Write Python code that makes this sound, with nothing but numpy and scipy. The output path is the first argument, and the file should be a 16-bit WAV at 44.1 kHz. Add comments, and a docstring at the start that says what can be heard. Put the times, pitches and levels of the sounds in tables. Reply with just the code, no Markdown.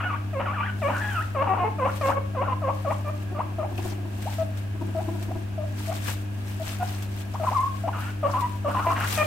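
"""Guinea pigs in wood shavings

Two guinea pigs meet in the corner of a littered pen in a small bare room, a little left of the microphones.
They chut, yip, whine and croak: swept overtones with half-pitch lines and rasp; one rumbles as it struts.
The shavings rustle and snap underfoot: noise and ringing clicks that swell with each shuffle.
An electrical appliance hums throughout, wavering tones and narrow whirring bands, over still room air."""
import sys
import numpy as np
from scipy import signal
from scipy.fft import rfft, irfft, next_fast_len
from scipy.io import wavfile

SR = 44100
rng = np.random.default_rng(int(sys.argv[2]) if len(sys.argv) > 2 else 0)


def pcm_store(signal):
    """Save signal as 16-bit PCM."""
    levels = np.round(np.clip(np.atleast_2d(signal), -1, 1) * 32767)
    wavfile.write(sys.argv[1], SR, levels.astype(np.int16).T)


N = 408366
TIME = np.arange(N) / SR

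# grades of hoarseness: share of the voice that is rasp (0-1)
CLEAR, HUSKY, ROUGH, HARSH, BROKEN = .06, .19, .34, .52, .72
# a note opens just ahead of its listed time and sounds a little beyond its length
LEAD_S, OVERHANG_S = .003, 0.00814
# throat and mouth in yips and whines: hz, relative gain_db
YIP_WHINE_THROAT = [(250, 26), (400, -27), (560, 11), (800, -3.5), (1130, 10.5), (1650, -18.5), (2150, -5),
                    (2450, -12.5), (2900, -25), (3500, -40), (6000, -79)]
# spectrum of the rubbing shavings: hz, relative density_db (per Hz)
SHAVINGS_SPECTRUM = [(150, 8), (400, 4), (900, 6), (1800, 5.5), (3000, 5), (4500, 0), (6500, -1.5),
                     (9000, -1), (10500, -12), (12500, -1.5), (15500, -9)]


def from_db(db):
    """Decibels to an amplitude factor."""
    return 10 ** (np.asarray(db) / 20)


def rms_one(x):
    """Scale a sound to rms 1."""
    return x / np.sqrt(np.mean(x ** 2) + 1e-20)


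def at_hz(points, hz):
    """A spectrum read on a log-frequency axis."""
    knots, values = np.transpose(points)
    return np.interp(np.log(np.maximum(hz, 1)), np.log(knots), values)


def colour(x, spectrum):
    """Give a sound the shape of a spectrum."""
    size = next_fast_len(x.shape[-1])
    gain = from_db(at_hz(spectrum, np.fft.rfftfreq(size, 1 / SR)))
    return irfft(rfft(x, size) * gain, size)[..., :x.shape[-1]]


def swings(rate_hz, t, knot_count=1024):
    """Smooth chance over the times t, up to a given rate; spread 1."""
    knots = rng.standard_normal(knot_count)
    return np.interp(t * 2 * rate_hz, np.arange(knot_count), knots) * np.sqrt(3 / 2)


def drift(rate_hz):
    """Smooth chance over the whole scene; spread 1."""
    return swings(rate_hz, TIME, N // 8)


def stereo_noise(spectrum):
    """Coloured noise, alike at both microphones mainly in the bass; rms 1."""
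    # likeness of left and right: hz, correlation (-1 to 1)
    likeness = [(60, 0.85), (150, 0.8), (300, 0), (2000, 0.018)]
    size = next_fast_len(N)
    alike = np.clip(at_hz(likeness, np.fft.rfftfreq(size, 1 / SR)), -1, 1)
    mid, side = rfft(rng.standard_normal((2, size)))
    mid, side = np.sqrt(1 + alike) * mid, np.sqrt(1 - alike) * side
    pair = irfft(mid + side * [[1], [-1]], size)[:, :N]
    return rms_one(colour(pair, spectrum))


def pan(left_db):
    """Gains for both channels, left_db apart."""
    return from_db(np.array([[1], [-1]]) * left_db / 2)


def fading(hits, decay_s):
    """Each hit starts an exponential decay."""
    return signal.lfilter([1], [1, -np.exp(-1 / (decay_s * SR))], hits + 1e-18)


def ages(length_s):
    """The time since the start of a note, sample by sample."""
    return np.arange(max(int(length_s * SR), 2)) / SR


def add(out, s, sound):
    """Mix a sound in at a time."""
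    first = max(int(s * SR), 0)
    part = out[first:first + len(sound)]
    part += sound[:len(part)]


def room_air(level_db=-41.5):
    """Still air of the room: steady noise, weighted to the bass."""
    # its spectrum: hz, relative density_db (per Hz)
    air = [(20, -2), (50, -1), (80, 11.5), (140, -4.5), (250, 3), (450, -9.5), (900, -10.5), (2000, -18),
           (4000, -27), (9000, -30.5), (15500, -32)]
    return from_db(level_db) * stereo_noise(air)


def appliance():
    """Mains hum and motor tones, with a soft whir in the resonances of the housing."""
    # hum tones: pitch_hz, level_db (rms before waver and pan), waver (0-1)
    hum = [(100.1, -31, 0.07), (200, -45, 0.17), (247.8, -55, 0.3), (301.2, -48.5, 0.27),
           (377.8, -58, 0.33)]
    # whirring bands: centre_hz, width_hz, level_db (rms before pan)
    housing = [(648, 105, -51.5), (1636, 69, -55.5), (2600, 540, -55.5)]
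    out = np.zeros((2, N))
    for hz, level_db, waver in hum:
        # a complex swing moves both loudness and phase
        swing = 1 + waver * (drift(3.6) + 1j * drift(4))
        out += from_db(level_db) * np.sqrt(2) * np.imag(swing * np.exp(2j * np.pi * hz * TIME))
    for hz, width_hz, level_db in housing:
        b, a = signal.iirpeak(hz, hz / width_hz, fs=SR)
        whir = signal.lfilter(b, a, rng.standard_normal((2, N)))
        out += from_db(level_db) * rms_one(whir)
    return out * pan(left_db=1.25)


def stirring(attack_s=0.089, settle_s=0.046, rest_db=-66, uneven_db=1.6, swell_db=5, crest=0.44):
    """How hard the bedding is stirred: each shuffle swells to a crest, wavers and settles."""
    # feet shuffling through the shavings: start_s, length_s, level_db (before swell and waver)
    shuffles = [(0.84, 0.46, -48), (1.956, 0.031, -47.5), (2.05, 0.048, -41.5), (2.759, 0.33, -54),
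                (3.218, 0.019, -53), (3.837, 0.1, -44.5), (4.194, 0.044, -47.5), (4.258, 0.17, -48.5),
                (4.575, .025, -53), (4.863, 0.56, -53.5), (5.766, 0.37, -46.5), (6.063, 0.095, -40),
                (6.442, 0.14, -49.5), (6.66, 0.087, -42), (6.802, .25, -46), (7.197, 0.033, -45),
                (7.323, 0.53, -50.5), (7.561, 0.033, -42), (7.974, 0.14, -47), (8.288, 0.14, -50.5),
                (8.41, 0.17, -50.5), (8.72, 1, -46), (9.091, 0.15, -35)]
    power = from_db(rest_db) ** 2
    for s, length_s, db in shuffles:
        away = np.maximum((s - TIME) / attack_s, (TIME - s - length_s) / settle_s)
        edges = np.exp(-np.clip(away, 0, 20))
        arch = 1 / 3 - 4 * (np.clip((TIME - s) / length_s, 0, 1) - crest) ** 2
        power = power + (from_db(db + swell_db * arch) * edges) ** 2
    return np.sqrt(power) * from_db(uneven_db * drift(12))


def crackle(ticks_per_s=220, sharpness=5, level_db=-7):
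    """Single shavings flick past each other, each tick ringing at one of nine pitches."""
    born = rng.random(N) < ticks_per_s / SR
    sizes = rng.uniform(-1.16, 1, (2, N)) * born
    pitches_hz = np.geomspace(900, 11000, 9)
    dealt = rng.integers(0, len(pitches_hz), N)
    ticks = 0
    for k, hz in enumerate(pitches_hz):
        b, a = signal.iirpeak(hz, sharpness, fs=SR)
        ticks = ticks + signal.lfilter(b, a, sizes * (dealt == k) + 1e-18) / hz ** .7
    return from_db(level_db) * rms_one(ticks)


def crunches(per_band_per_s=12, level_db=-9, decay_s=0.0068):
    """Small clumps of shavings give way, each crunching in one of six bands of noise."""
    edges_hz, out = np.geomspace(1000, 15000, 7), 0
    for low, high in zip(edges_hz, edges_hz[1:]):
        hits = (rng.random(N) < per_band_per_s / SR) * rng.uniform(.3, 1, N)
        sos = signal.butter(2, [low, high], "band", fs=SR, output="sos")
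        band = signal.sosfilt(sos, rng.standard_normal((2, N)))
        out = out + fading(hits, decay_s) * rms_one(band)
    return from_db(level_db) * rms_one(out)


def rustle(grains_per_s=700, level_db=1):
    """Shavings slide over each other in a hiss, with tiny cracks of all sizes."""
    born = rng.random(N) < grains_per_s / SR
    sizes = from_db(3.5 * np.minimum(rng.exponential(1, N), 4))
    cracks = rms_one(fading(born * sizes, decay_s=.0006))
    hiss = rms_one(1 + .25 * cracks) * stereo_noise(SHAVINGS_SPECTRUM)
    return from_db(level_db) * stirring() * (hiss + crackle() + crunches())


def snaps(decay_s=0.013, level_db=-6):
    """A dry shaving breaks with a short splintering burst: noise under a fast decay."""
    # single shavings snapping: start_s, strength_db (before the layer's level)
    breaks = [(2.101, -33), (3.777, -34), (4.2228, -31.5), (4.572, -36), (5.226, -32), (7.0242, -30.5),
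              (8.4076, -29.5)]
    s, strength_db = np.transpose(breaks)
    hits = np.bincount((s * SR).astype(int), from_db(strength_db), N)
    return from_db(level_db) * fading(hits, decay_s) * stereo_noise(SHAVINGS_SPECTRUM)


def creaks(width_hz=600, decay_s=0.018):
    """A trodden shaving rubs briefly: noise ringing at its own pitch, dying away."""
    # shavings creaking under a foot: start_s, pitch_hz, level_db (before the decay)
    treads = [(3.777, 2680, -37.5), (6.69, 2800, -42)]
    out = np.zeros((2, N))
    t = ages(.2)
    for s, wood_hz, db in treads:
        b, a = signal.iirpeak(wood_hz, wood_hz / width_hz, fs=SR)
        rubbing = rng.standard_normal((2, len(t)))
        for _ in range(2):
            rubbing = signal.lfilter(b, a, rubbing)
        for channel, sound in zip(out, from_db(db) * np.exp(-t / decay_s) * rms_one(rubbing)):
            add(channel, s, sound)
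    return out


def rumble(fall=0.061, length_s=0.034, jitter=0.053, rasp=0.38, level_db=-5,
           crest=0.47, taper_db=8, uneven_db=5.0):
    """A purr of short, rough, falling grunts, about fifteen a second; each bout swells and weakens."""
    # colour of a grunt: hz, relative gain_db
    chest = [(200, -2.5), (330, 4.5), (480, -18), (680, -3.5), (1100, -16.5), (1600, -28), (3000, -37)]
    # bouts: start_s, length_s, period_s between grunts, mid pitch_hz, crest_db (before unevenness and level)
    bouts = [(3.178, 1, .0665, 352, -29.5), (4.739, 0.66, .0675, 330.7, -27)]
    out, flutter = np.zeros(N), drift(250)
    noise = rms_one(colour(rng.standard_normal(N), chest))
    multiple = np.arange(1, 6)[:, None]
    for start, bout_s, period_s, pitch_hz, crest_db in bouts:
        for s in np.arange(start, start + bout_s, period_s):
            from_crest = 2 * ((s - start) / bout_s - crest)
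            db = crest_db - taper_db * from_crest ** 2 + uneven_db * rng.standard_normal()
            on = np.flatnonzero((TIME > s) & (TIME < s + length_s))
            age = (TIME[on] - s) / length_s
            pitch = pitch_hz * (1 + fall * (.5 - age) + jitter * flutter[on])
            phase = 2 * np.pi * np.cumsum(pitch) / SR
            tone = np.sum(from_db(at_hz(chest, multiple * pitch)) * np.sin(multiple * phase), axis=0)
            pulse = np.sin(np.pi * age ** 0.74) ** 2
            out[on] += from_db(db + level_db) * pulse * (tone + rasp * noise[on])
    return out


def brighter(spectrum, upper_db):
    """A spectrum with its upper overtones raised, as by an opening mouth."""
    # the lift sets in between these: from_hz, full_hz
    upper_overtones_hz = (1250, 1900)
    return [(hz, db + np.interp(hz, upper_overtones_hz, [0, upper_db])) for hz, db in spectrum]


def voice(pitch, loud_db, overtone_db, half_db, rasp, attack_s, throat, burr_db, release_s=0.0049,
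          jitter=0.011, thinning_db=-13, hiss_db=-2, flap_hz=250):
    """The vocal folds: rich when low, thinner when high, doubling their period and rasping when pressed."""
    # the rasp as it leaves the mouth: hz, relative density_db (per Hz)
    rasp_spectrum = [(150, -18), (260, 3.5), (400, -13), (580, 1), (1100, 6.5), (1550, -5.5), (2100, -7.5),
                     (2850, -5.5), (3500, -23.5), (6000, -59)]
    rasp_brightens = 0.36   # dB of treble in the rasp per dB of overtones
    flare_hz, flare_octaves, flare_peak_db = 1083, 0.057, 4   # flare: centre, half width, gain
    t = np.arange(len(pitch)) / SR
    flap = np.sin(2 * np.pi * np.cumsum(flap_hz * (1 + 0.224 * swings(58.5, t))) / SR)
    hiss = colour(rng.standard_normal(SR // 4), brighter(rasp_spectrum, rasp_brightens * overtone_db))
    hiss = rms_one(hiss)[:len(t)]
    # the voice flares as its pitch crosses a narrow band near 1.08 kHz
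    flare_db = flare_peak_db * np.exp(-(np.log2(pitch / flare_hz) / flare_octaves) ** 2)
    loud_db = loud_db + flare_db - flare_db.mean()
    pitch = pitch * (1 + rasp ** 2 * .25 * swings(450, t))
    phase = 2 * np.pi * np.cumsum(pitch * (1 + jitter * swings(90.0, t))) / SR
    # half multiples are the lines of the doubled period
    multiple = np.arange(1, 21)[:, None] / 2
    # stretched folds no longer close fully, so overtones fade as the pitch climbs
    closure_db = overtone_db + thinning_db * np.log2(pitch / 580)
    lines_db = at_hz(throat, multiple * pitch)
    lines = from_db(lines_db + (multiple > 1) * closure_db + (multiple % 1 > 0) * half_db)
    tone = np.sum(lines * np.sin(multiple * phase), axis=0) / np.sqrt(np.sum(lines ** 2, axis=0) / 2)
    sound = np.sqrt(1 - rasp ** 2) * tone + rasp * from_db(hiss_db) * hiss
    # a slower flutter rides on the pressed voice: sidebands and a low burr
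    sound = sound * (1 + .9 * rasp * flap) + from_db(burr_db) * rasp * flap
    # the loudness trembles
    sound = sound * from_db((1.2 + 2.5 * rasp) * swings(60, t))
    edges = np.minimum(t / attack_s, 1) * np.minimum((t[-1] - t) / release_s, 1)
    return sound * edges * from_db(loud_db)


def croaks(overtone_db=-7, half_db=-22):
    """The voice drops to a low buzz: the folds lock onto a slow, level beat."""
    # throat and mouth in a croak: hz, relative gain_db
    croak_throat = [(200, -17), (380, -9), (750, 1.5), (1120, -0.5), (1500, -28), (2200, -15.5),
                    (3050, -33), (3600, -50)]
    # croaks: start_s, length_s, pitch_hz, level_db (before the voice trembles)
    notes = [(1.49, .055, 379.7, -25.5), (1.598, 0.048, 358, -23.5), (1.642, 0.046, 433, -24.5),
             (8.866, 0.044, 335, -23.5)]
    out = np.zeros(N)
    for s, length_s, hz, db in notes:
        pitch = np.full_like(ages(length_s), hz)
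        add(out, s - LEAD_S, voice(pitch, db, overtone_db, half_db, HUSKY, attack_s=.005,
                                   throat=croak_throat, burr_db=-11))
    return out


def chuts(half_db=-28, level_db=-1):
    """A low hooked note sinks onto its pitch and lifts again; the stronger its overtones, the huskier."""
    # throat and mouth in a chut: hz, relative gain_db
    chut_throat = [(280, 9), (560, 11.5), (800, 7.5), (1130, 9), (1400, 2.5), (1700, -9.5), (2400, -4.5),
                   (2900, -19), (6000, -77)]
    # chuts: start_s, length_s, low pitch_hz, hook depth (share of pitch), note_db (before the layer's level),
    # swell_db over the note, overtone_db, upper_db (lift of the upper overtones)
    notes = [(0.333, 0.077, 531, 0.27, -29, 9, -6, 6), (.819, 0.068, 557, 0.25, -24.5, 6, -3, 8.5),
             (1.35, 0.077, 528, .24, -24, 4.5, 1.5, -1), (1.786, 0.077, 504, 0.31, -24.5, 9, -0.5, -3.5),
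             (2.013, 0.088, 533.5, 0.18, -23.5, 3.5, 0.5, 1.5),
             (2.15, 0.032, 552, 0.028, -27, 17, -1.5, -1), (2.35, 0.074, 506, 0.45, -27.5, 9, 0, -5),
             (2.621, 0.082, 526, .33, -27, 4.5, -1, -8), (2.85, 0.054, 553.5, .33, -26, 3, -2.5, -7),
             (3.048, 0.051, 588, 0.076, -30.5, 10, -0.5, -3), (3.348, 0.033, 585, .074, -32, 9, 1.5, -14),
             (3.587, .044, 596.5, 0.16, -28.5, -3.5, -5, -9), (4.386, .042, 643, 0.03, -25.5, 3, -11, -8),
             (4.951, 0.043, 642, .11, -29, 7, -12, -8), (5.58, 0.062, 594, .16, -31.5, -3, -18, -8),
             (5.876, 0.026, 648, 0.071, -31, 13, -21, -8), (6.6, 0.023, 649, .04, -31.5, 4, -15, -8),
             (6.798, 0.033, 703, 0.083, -27.5, 12, 1, -15), (7.4, 0.048, 620, 0.16, -30.5, -3, -8, -8),
             (7.839, 0.023, 675, 0.018, -26.5, 5, -13, -6), (8.231, .04, 563, .2, -21.5, 4, -1.5, -12),
             (8.648, 0.035, 571, 0.17, -22.5, 7, -3, -14),
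             (9.177, 0.053, 601.4, 0.077, -21.5, 6, 0.5, 10.5)]
    # share of the note spent sinking; roundness; share of the drop regained
    low_at, curve, regained = 0.503, 2.02, 0.615
    out = np.zeros(N)
    for s, length_s, hz, depth, db, swell_db, overtone_db, upper_db in notes:
        t = ages(length_s + OVERHANG_S)
        age = t / t[-1]
        sinking = np.maximum(1 - age / low_at, 0) ** curve
        lifting = np.maximum((age - low_at) / (1 - low_at), 0) ** curve
        pitch = hz * (1 + depth * (sinking + regained * lifting))
        loud_db = db + level_db + swell_db * (age - .5)
        rasp = np.interp(overtone_db, [-12, 3], [CLEAR, HUSKY])
        add(out, s - LEAD_S, voice(pitch, loud_db, overtone_db, half_db, rasp, attack_s=0.0033,
                                   throat=brighter(chut_throat, upper_db), burr_db=-21))
    return out


def yips(half_db=-14, level_db=-3.0, from_hz=500, ease=1.5, fade_db_per_octave=4.5):
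    """The voice cracks and leaps up half an octave to two, slowing toward its top and weakening as it goes."""
    # yips: start_s, length_s, top_hz, note_db (at from_hz, before the layer's level), overtone_db,
    # hoarseness (0-1)
    notes = [(0.393, .05, 1960, -25.5, -2, BROKEN), (.881, 0.05, 1630, -24, 1, BROKEN),
             (1.413, 0.059, 1620, -27, -5, BROKEN), (1.533, 0.028, 1560, -26, 0, HARSH),
             (1.849, 0.052, 1533, -22.5, -1, HARSH), (2.081, 0.045, 1533, -21, -7, HARSH),
             (2.413, .046, 1544, -25, -4, HARSH), (2.679, 0.03, 1186, -20, -8, HUSKY),
             (2.903, 0.028, 1224, -20.5, -0.5, ROUGH), (3.386, .03, 1295, -20.5, -4.5, ROUGH),
             (3.627, .025, 850, -25.5, -9, HUSKY), (4.256, 0.026, 920, -27.5, -18, CLEAR),
             (4.991, 0.018, 880, -28, -11, HUSKY), (5.305, 0.013, 770, -27, -16, CLEAR),
             (5.911, .016, 827, -26, -2, CLEAR), (7.341, 0.018, 1259, -24.5, -4, HUSKY),
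             (7.431, 0.027, 1436, -24.5, -6, ROUGH), (7.511, 0.028, 1207, -22, -4, HUSKY),
             (7.875, 0.017, 1127, -21, -10, ROUGH), (8.273, 0.038, 1390, -25.5, -20, BROKEN),
             (8.681, 0.039, 1530, -24.5, -12, BROKEN)]
    out = np.zeros(N)
    for s, length_s, top_hz, db, overtone_db, rasp in notes:
        t = ages(length_s + OVERHANG_S)
        octaves = np.log2(top_hz / from_hz) * (1 - (1 - t / t[-1]) ** ease)
        loud_db = db + level_db - fade_db_per_octave * octaves
        add(out, s - LEAD_S, voice(from_hz * 2 ** octaves, loud_db, overtone_db, half_db, rasp,
                                   attack_s=0.01, throat=YIP_WHINE_THROAT, burr_db=-5.5))
    return out


def whines(level_db=-1, scoop_curve=1.385, flat_per_octave=1.495, fade_db_per_octave=14.5):
    """The high voice swings in chained scoops, weakening as its pitch is pulled up; broken ones ease in."""
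    # scoops: start_s, fall_s, climb_s, first_hz, turning low_hz, last_hz,
    # note_db (at the turn, before the layer's level), overtone_db, half_db (half-pitch lines), hoarseness (0-1)
    scoops = [(0, 0.0066, 0.037, 1205, 1299, 1478, -31, 19, -20, HARSH),
              (.048, 0.026, .004, 1480, 1445, 1450, -29.5, 18, -18.5, HUSKY),
              (.075, 0.064, 0.026, 1443, 1129, 1670, -29.5, 16, -23, ROUGH),
              (.446, 0.047, 0.054, 2047, 1133, 1710, -29.5, 17, -14, ROUGH),
              (.545, 0.055, 0.044, 1750, 1140, 1550, -30, 17, -28, ROUGH),
              (0.629, 0.013, .022, 1500, 1465, 2000, -31, 21, -25, ROUGH),
              (.662, 0.038, 0.0032, 1990, 1460, 1510, -32.5, 19, -27, ROUGH),
              (.92, 0.047, 0.056, 1645, 1456, 1697, -31, 6, -27, HARSH),
              (1.015, .06, 0.022, 1700, 1686, 1710, -31.5, 16, -24.5, ROUGH),
              (1.096, .055, 0.0044, 1694, 1487, 1440, -32, 21, -25, ROUGH),
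              (1.153, 0.036, 0.035, 1460, 1270, 1900, -27, 16, -24, HUSKY),
              (1.463, 0.029, 0.0024, 1550, 760, 770, -24.5, -3, -6, ROUGH),
              (1.562, 0.037, 0.0045, 1553, 723, 720, -27, -8, 0, HARSH),
              (2.461, 0.043, 0.031, 1588, 1013, 1012, -26.5, -1, -8, ROUGH),
              (7.465, 0.016, 0.0086, 1420, 1002, 986, -23.5, -11, -37, HUSKY),
              (7.549, .042, .027, 1203, 1029, 1088, -20.5, -1, -41, CLEAR),
              (7.623, 0.019, 0.0384, 1163, 1066, 1141, -25.5, -15, -37, CLEAR),
              (7.929, 0.039, 0.049, 1455, 1200, 1554, -33.5, 10, -28, HARSH),
              (8.021, 0.033, 0.051, 1534, 1320, 1486, -36, 22, -23, HARSH),
              (8.333, 0.016, .039, 1188, 994, 1160, -24, -8, -19, ROUGH),
              (8.389, 0.047, 0.029, 1175, 975, 986, -26.5, 1, -25, HUSKY),
              (8.74, 0.019, 0.083, 1200, 1020, 1504, -27, -8, -31, HARSH),
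              (8.845, .02, 0.0014, 1250, 935, 940, -24, -8, -24, ROUGH),
              (8.903, .022, .012, 1136, 1058, 1160, -26, -4, -22, HARSH),
              (8.945, 0.081, 0.033, 1653, 1338, 1495, -29, 15, -23, BROKEN)]
    out = np.zeros(N)
    for s, fall_s, climb_s, first_hz, low_hz, last_hz, db, overtone_db, half_db, rasp in scoops:
        # time zero is the turn
        t = ages(fall_s + climb_s + OVERHANG_S) - LEAD_S - fall_s
        depth = np.log2(np.where(t < 0, first_hz, last_hz) / low_hz)
        way_up = np.minimum(np.maximum(-t / fall_s, t / climb_s), 1)
        # deeper scoops have flatter bottoms
        octaves = depth * way_up ** (scoop_curve + flat_per_octave * np.abs(depth))
        loud_db = db + level_db - fade_db_per_octave * octaves
        onset_s = np.interp(rasp, [HARSH, BROKEN], [.004, .03])
        add(out, s - LEAD_S, voice(low_hz * 2 ** octaves, loud_db, overtone_db, half_db, rasp,
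                                   attack_s=onset_s, throat=YIP_WHINE_THROAT, burr_db=-12.5))
    return out


def delayed(x, seconds):
    """A sound arriving later."""
    return np.interp(TIME - seconds, TIME, x, left=0)


def pen_walls(x):
    """The first echoes reach the two microphones at different moments."""
    # echoes of the pen's walls: left delay_s, right delay_s, level_db (relative to the direct sound)
    walls = [(.0011, 0.0021, -12), (.0063, 0.0042, -9.5), (.0108, 0.011, -8.5)]
    return sum(from_db(echo_db) * np.array([delayed(x, left_s), delayed(x, right_s)])
               for left_s, right_s, echo_db in walls)


def room(x, t60_s=0.26, build_s=0.11):
    """Dense echoes of the small bare room build up and die away."""
    t = TIME[:SR]
    tail = rng.standard_normal((2, SR)) * from_db(-60 * t / t60_s) * (1 - np.exp(-t / build_s))
    tail /= np.sqrt(np.sum(tail ** 2, axis=1, keepdims=True))
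    return signal.fftconvolve(x[None], tail, axes=1)[:, :N]


def scene(room_db=-7, rumble_room_db=-3):
    """The animals sit a little to the left; hum and room air surround them."""
    # the bedding's treble leans to the left: hz, left minus right level_db
    bedding_side = [(4500, 2.5), (9000, 7)]
    lean = np.array(bedding_side)
    left, right = rustle() + snaps() + creaks()
    bedding = np.array([colour(left, lean * [1, .5]), colour(right, lean * [1, -.5])])
    purr = rumble()
    cries = croaks() + chuts() + yips() + whines()
    into_room = from_db(room_db) * cries + from_db(rumble_room_db) * purr
    echoes = pen_walls(cries + purr) + room(into_room)
    animals = (cries + purr + echoes) * pan(left_db=2.4)
    return room_air() + appliance() + bedding + animals


def record(dry, cutoff_hz=15800):
    """The top of the treble is cut steeply."""
    low_pass = signal.ellip(14, .05, 80, cutoff_hz, fs=SR, output="sos")
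    return signal.sosfilt(low_pass, dry)


dry = scene()
out = record(dry)
pcm_store(out)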